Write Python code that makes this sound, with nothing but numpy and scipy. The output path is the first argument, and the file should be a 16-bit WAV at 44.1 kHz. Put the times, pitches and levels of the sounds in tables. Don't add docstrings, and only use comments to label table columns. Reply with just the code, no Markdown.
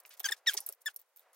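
import sys
import numpy as np
from scipy import signal
from scipy.fft import rfft, irfft
from scipy.io import wavfile
from scipy.ndimage import uniform_filter1d

SR = 44100
rng = np.random.default_rng(int(sys.argv[2]) if len(sys.argv) > 2 else 0)


def dump(signal):
    limited = np.clip(np.atleast_2d(signal).T, -1, 1)
    pcm = np.round(limited * 32767).astype(np.int16)
    wavfile.write(sys.argv[1], SR, pcm)


def boost_factor(decibels):
    exponent = np.asarray(decibels, float) / 20
    return 10 ** exponent


N = 59535
T = np.arange(N) / SR
SIDES = np.array([[1], [-1]])
WIDE = .55


def unit(x):
    return x / np.sqrt(np.mean(x ** 2))


def walk(rate_hz, count=N):
    k = max(int(SR / rate_hz), 2)
    smooth = uniform_filter1d(rng.standard_normal(N), k)
    return unit(uniform_filter1d(smooth, k))[:count]


def tinted(hz, db, channels=1, size=N):
    log_f = np.log(np.maximum(np.arange(size // 2 + 1) * SR / size, 20))
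    gain = boost_factor(np.interp(log_f, np.log(hz), db))
    return unit(irfft(rfft(rng.standard_normal((channels, size))) * gain, size))


def hump(hz, octaves, channels=1):
    grid_hz = np.geomspace(50, 22000, num=60)
    db = -6 * (2 * np.log2(grid_hz / hz) / octaves) ** 2
    return tinted(grid_hz, np.maximum(db, -60), channels=channels, size=8192)


def pair(hz, octaves, count):
    mid, side = hump(hz, octaves, channels=2)[:, :count]
    return mid + WIDE * min(hz / 4000, 1) * side * SIDES


def decay(t, t60_s):
    return np.exp(-np.log(1000) * t / t60_s)


def add(out, s, x, pan_db):
    i = int(round(s * SR))
    x = x[..., :N - i]
    out[:, i:i + x.shape[-1]] += x * boost_factor(SIDES * pan_db / 2)


# (frequency [Hz], level [dB per Hz])
AIR_SPECTRUM = [(59, -64), (100, -27.5), (518, 7), (1170, 3.5), (1990, -0.5), (2520, -6), (9000, -25),
                (15000, -24), (16500, -47.5)]
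# (time [s], level [dB])
AIR_SWELL = [
    (0, -11),
    (.36, -11.5),
    (.44, -13.5),
    (.55, -2.5),
    (.72, -20.5),
    (.8, -18.5),
    (1.15, -23),
    (1.22, -12.5),
    (1.35, -15),
]
AIR_DB, HISS_DB = -58.5, -80


def garage():
    hz, db = np.array(AIR_SPECTRUM).T
    mid = tinted(hz, db)[0]
    side = tinted(hz, db + 4.5 * np.log2(hz / 1000))[0]
    swell_db = AIR_DB + np.interp(T, *np.array(AIR_SWELL).T)
    flicker = boost_factor(1.5 * walk(25))
    air = boost_factor(swell_db) * flicker * (mid + 0.15 * side * SIDES)
    return air + boost_factor(HISS_DB) * rng.standard_normal((2, N))


ROOM_DB, ROOM_T60_S, ROOM_ONSET_S = -12, 0.037, 0.0048


def reflections(near):
    t = T[:int(.15 * SR)]
    tail = pair(3500, 12.0, len(t)) * decay(t, ROOM_T60_S) * (t > ROOM_ONSET_S)
    tail = tail / np.sqrt(np.sum(tail ** 2) / 2)
    return boost_factor(ROOM_DB) * signal.fftconvolve(near, tail, axes=1)[:, :N]


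# (time [s], length [s], level [dB], centre [Hz], width [octaves])
SLIDES = [(0, 0.005, -51, 8900, 2.4), (0.056, 0.024, -55, 13800, 4), (0.102, 0.05, -56.5, 2780, 3.4),
          (0.166, 0.037, -64.5, 9000, 3.5), (0.198, 0.0066, -41, 3940, 7), (.229, 0.02, -50, 7800, 4.7),
          (0.243, 0.03, -50, 4000, 3.5), (.266, .032, -47, 8000, 2.2), (.309, .012, -48, 6500, 3),
          (.319, .025, -48, 6000, 4), (.242, 0.1, -47.5, 1910, 2.47), (0.46, 0.069, -44.5, 2538, 2),
          (0.362, 0.028, -62, 6000, 2.1), (.468, .03, -46, 8000, 4), (0.495, 0.018, -37, 8000, 2.4),
          (.508, .02, -45, 8000, 3.5), (0.851, 0.012, -62, 6000, 4), (0.862, 0.05, -54, 4000, 5),
          (0.536, 0.015, -39.5, 6860, 3.9), (0.567, 0.022, -36.5, 5260, 2), (0.589, .060, -57.5, 9400, 2.9),
          (0.666, 0.071, -56, 6900, 24), (0.746, 0.0036, -53, 12430, 0.65), (0.805, 0.008, -61, 12400, 2.2),
          (0.813, 0.0083, -54, 12700, 2.5), (0.992, 0.008, -63, 14800, 0.49),
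          (0.96, 0.0072, -48, 8600, 2.1), (0.986, 0.041, -68.5, 5000, 3.3), (1.086, 0.014, -79, 12320, 1),
          (1.159, 0.076, -68, 10040, 8.3), (1.332, 0.024, -63.5, 12070, 4)]
GRAIN_DB, EDGE_S = 2.0, .005


def scrapes():
    out = np.zeros((2, N))
    for s, length_s, db, hz, octaves in SLIDES:
        t = np.arange(int((length_s + 3 * EDGE_S) * SR)) / SR
        rise = np.clip(t / EDGE_S, 0, 1)
        release = np.exp(-np.maximum(t - length_s, 0) / EDGE_S)
        shape = rise * release * boost_factor(-9 * t / length_s)
        grain = boost_factor(db + GRAIN_DB * walk(300, count=len(t)))
        add(out, s, grain * shape * pair(hz, octaves, len(t)), -.5)
    return out


RATTLE_DB, CRACK_S = 2.2, .0009
SNAP_T60_S, CRACK_OCTAVES = .01, 2.4


def blow(db, hz, t60_s, modes, octaves, crack_db, noise_db, count):
    t = T[:count]
    f, size, phase, side_phase = modes
    snap = 2 * decay(t, SNAP_T60_S) * (hz > 8000)
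    fade = (decay(t, t60_s) + snap) * (1 - np.exp(-t * hz / 6))
    angle = 2 * np.pi * f * t + 3 * phase
    offset = WIDE * np.minimum(f / 4000, 1) * side_phase
    ring = np.array([np.sum(size * np.sin(angle + side * offset), axis=0) for side in (-1, 1)])
    ring = ring / np.sqrt(np.sum(size ** 2))
    ring = ring + boost_factor(noise_db) * pair(hz, octaves, count)
    ring = ring * fade * boost_factor(RATTLE_DB * walk(hz / 12, count=count))
    burst = 2 * t / CRACK_S * np.exp(-t / CRACK_S)
    both = ring + boost_factor(crack_db) * pair(hz, CRACK_OCTAVES, count) * burst
    return boost_factor(db) * both * np.sqrt(np.sum(fade ** 2) / np.sum(both ** 2))


# (time [s], level [dB], centre [Hz], t60 [s])
DULL_BLOWS = [(.0510, -28, 2200, 0.009), (.1960, -38, 4000, .008), (.2015, -41.5, 3330, 0.036),
              (.2020, -39.5, 5560, 0.015), (.2045, -29.5, 787, 0.018), (.2040, -34.5, 513, 0.018),
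              (.3030, -21, 398, 0.014), (.3010, -33, 860, 0.029), (.2430, -26, 5400, 0.026),
              (.3110, -45, 5060, .02), (.5135, -31.5, 2300, .012), (.5345, -16.5, 3460, 0.0048),
              (.5440, -30, 394, 0.039), (.5460, -26, 880, 0.02), (.5750, -14.5, 5570, 0.014),
              (.5760, -21, 6460, 0.0074), (.5770, -31.5, 1930, 0.02), (.5870, -36.5, 1136, 0.02),
              (.6150, -54, 875, 0.092), (.6040, -54, 5640, 0.21), (.6900, -42, 590, 0.049),
              (.6920, -36.5, 424, 0.033), (.6900, -42, 1363, 0.027), (.7260, -35.5, 5460, 0.0079),
              (.8830, -31, 1135, 0.017), (.8840, -39, 2900, 0.029), (.9700, -52, 492, 0.03),
              (1.1945, -56.5, 3590, 0.023)]


def knocks():
    out = np.zeros((2, N))
    for s, db, hz, t60_s in DULL_BLOWS:
        r = rng.standard_normal((13, 4))[:6]
        modes = hz * 2 ** (.1 * r[:, :1]), np.ones((6, 1)), r[:, 2:3], r[:, 3:]
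        x = blow(db, hz, t60_s, modes, octaves=.4, crack_db=-16, noise_db=3, count=8000)
        add(out, s, x, -.8)
    return out


PAWL_MODES_HZ = [5400, 6500, 7900, 9900, 10900, 11650, 12150, 12670, 13250, 14000, 14350, 14700, 15400]
# (time [s], level [dB], brightest [Hz], t60 [s])
PAWL_TICKS = [(.0008, -52.5, 13200, 0.02), (.0345, -64, 11200, 0.016), (.0600, -51.5, 13100, 0.0058),
              (.0925, -50.5, 12840, 0.025), (.1390, -50.5, 14000, 0.0095), (.1955, -36.5, 12600, .012),
              (.2014, -33.5, 13500, .015), (.2990, -54, 13000, 0.013), (.3100, -37, 9000, 0.023),
              (.5345, -37, 11100, 0.015), (.5410, -29, 12600, 0.0093), (.6033, -36, 10700, 0.028),
              (.6628, -33.5, 13300, 0.014), (.6655, -31.5, 13040, 0.014), (.6889, -31, 10200, 0.012),
              (.6891, -32, 13000, .012), (.6763, -53, 13500, .02), (.6842, -54, 13200, 0.032),
              (.7233, -42.5, 12800, 0.0091), (.7256, -43, 13200, 0.011), (.8580, -34.5, 14580, 0.0088),
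              (.9350, -68, 14400, 0.019), (.9428, -51.5, 14300, 0.0087), (.9617, -34.5, 11440, 0.017),
              (.9930, -53, 14700, 0.011), (.9972, -52, 14500, 0.012), (1.0030, -58, 14400, 0.017),
              (1.0150, -53, 14700, 0.011), (1.0290, -83, 14000, .01), (1.0610, -80, 9010, 0.0081),
              (1.1340, -84, 11000, .01), (1.1615, -52, 13450, 0.015), (1.1678, -52, 14400, 0.0085),
              (1.1718, -50, 14560, .02), (1.1860, -62.5, 13600, 0.017), (1.1943, -51, 14220, 0.012),
              (1.2053, -61.5, 13980, 0.017), (1.2140, -71, 10200, 0.0079), (1.3309, -58, 10800, 0.016)]
MODE_SPREAD_OCT = .15


def ticks():
    out = np.zeros((2, N))
    for s, db, hz, t60_s in PAWL_TICKS:
        r = rng.standard_normal((13, 4))
        f = np.array(PAWL_MODES_HZ)[:, None] * (1 + .006 * r[:, :1])
        nearness = np.exp(-(np.log2(f / hz) / MODE_SPREAD_OCT) ** 2 / 2)
        modes = f, (nearness + .08) * boost_factor(3 * r[:, 1:2]), r[:, 2:3], r[:, 3:]
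        x = blow(db, hz, t60_s, modes, octaves=4 * MODE_SPREAD_OCT, crack_db=-3, noise_db=-4.0, count=3000)
        add(out, s, x, -.8)
    return out


# (frequency [Hz], width [Hz], lift [dB])
SOCKET_MODES = [
    (5350, 400, 5),
    (6400, 350, 6),
]


def socket_lift_db(f):
    return sum(top_db / (1 + (2 * (f - mode_hz) / width_hz) ** 2) for mode_hz, width_hz, top_db in SOCKET_MODES)


# (time [s], slip rate [Hz], level [dB])
SLIPS = [
    [(0.2412, 1800, -48), (0.2435, 1720, -31), (0.2465, 1650, -30), (0.2495, 1615, -34), (0.256, 1615, -29),
     (0.266, 1545, -33), (0.272, 1490, -45)],
    [(0.2860, 1850, -48), (0.2885, 1780, -34), (0.293, 1740, -35), (0.2965, 1610, -44), (0.302, 1480, -56)],
    [(0.3180, 1900, -48), (0.3205, 1850, -28), (0.3265, 1750, -28), (0.3305, 1660, -42), (0.337, 1500, -54)],
    [(0.4620, 3600, -54), (0.469, 1940, -32), (0.4725, 1895, -23.5), (0.4795, 1870, -22),
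     (0.483, 1775, -26), (0.488, 1760, -25), (0.4975, 1600, -29), (0.503, 1510, -42), (0.514, 1380, -48)],
    [(0.8594, 1870, -50), (0.8615, 1840, -34), (0.871, 1730, -31), (0.879, 1725, -34), (0.8825, 1600, -35),
     (0.885, 1500, -47), (0.891, 1380, -54)],
]
SLIP_OVERTONES = [
    [0, -2, -9, -10, -24, -24, -24, -27, -25, -24],
    [0, -7, -18, -21, -22, -30, -32, -34, -36, -38],
    [0, -4, -7, -12, -16, -22, -23, -19, -26, -32],
    [-2, 1, -11, -18, -23, -25, -26, -25, -32, -36],
    [0, -6, -15, -13, -17, -27, -34, -33, -38, -42],
]
SLIP_PAN_DB = [
    1.4,
    11,
    2.3,
    .6,
    2.7,
]
# (time [s], duration [s], level [dB])
SLIP_SHARPNESS = [
    (.260, .007, 10),
    (.290, .004, 3),
    (.325, .004, 3),
    (.4985, .003, 14),
    (.884, .0025, -16),
]
JITTER, FLUTTER_DB, GRIT_DB = .007, 1.1, -23
EFFORT_TILT, FULL_SLIP_DB = 1.2, 4


def squeaks():
    out = np.zeros((2, N))
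    for rows, over_db, pan_db, bite in zip(SLIPS, SLIP_OVERTONES, SLIP_PAN_DB, SLIP_SHARPNESS):
        s, hz, db = np.array(rows).T
        sharp_s, lasts_s, sharp_db = bite
        t = np.arange(s[0], s[-1], 1 / SR)
        n = len(t)
        level_db = np.interp(t, s, db)
        rate_hz = np.exp(np.interp(t, s, np.log(hz)))
        sharp = sharp_db * np.exp(-((t - sharp_s) / lasts_s) ** 2 / 2)
        weakness_db = np.minimum(level_db - db.max() + FULL_SLIP_DB, 0)
        turn = 2 * np.pi * np.cumsum(rate_hz * (1 + JITTER * walk(190, count=n))) / SR
        tone = np.zeros(n)
        for k, d in enumerate(over_db):
            tone_db = d + socket_lift_db((k + 1) * rate_hz) + sharp * min(k, 3) / 3
            tone_db = tone_db + FLUTTER_DB * min(k + .5, 2) * walk(87, count=n)
            tone_db = tone_db + EFFORT_TILT * min(k, 2) * weakness_db
            tone += boost_factor(tone_db) * np.sin((k + 1) * turn + k * k * 0.55)
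        level = boost_factor(level_db)
        tone *= np.sqrt(np.sum(level ** 2) / np.sum((tone * level) ** 2))
        grit = boost_factor(GRIT_DB) * (1 + np.cos(turn)) * hump(6000, 3.0)[0, :n]
        stop = np.minimum(1, (s[-1] - t) / 0.00067)
        add(out, s[0], (tone + grit) * level * stop, pan_db)
    return out


PORT_RAD, PORT_HZ = 1.2, 3800


def left_port_lead(x):
    f = np.arange(N // 2 + 1) * SR / N
    phase = PORT_RAD * np.tanh((f / PORT_HZ) ** 1.5) / (1 + (f / 13000) ** 4)
    return irfft(rfft(x) * np.exp(1j * phase), N)


def scene():
    near = squeaks() + ticks() + knocks() + scrapes()
    direct = np.array([left_port_lead(near[0]), near[1]])
    return direct + reflections(near) + garage()


def band_limit(x):
    return signal.sosfilt(signal.butter(12, 16780, fs=SR, output="sos"), x)


def record(dry):
    low_cut = signal.butter(4, 384, "high", fs=SR, output="sos")
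    top_cut = signal.ellip(8, .2, 60, 15900, fs=SR, output="sos")
    mix = signal.sosfilt(top_cut, signal.sosfilt(low_cut, dry))
    return band_limit(mix)


dry = scene()
out = record(dry)
dump(out)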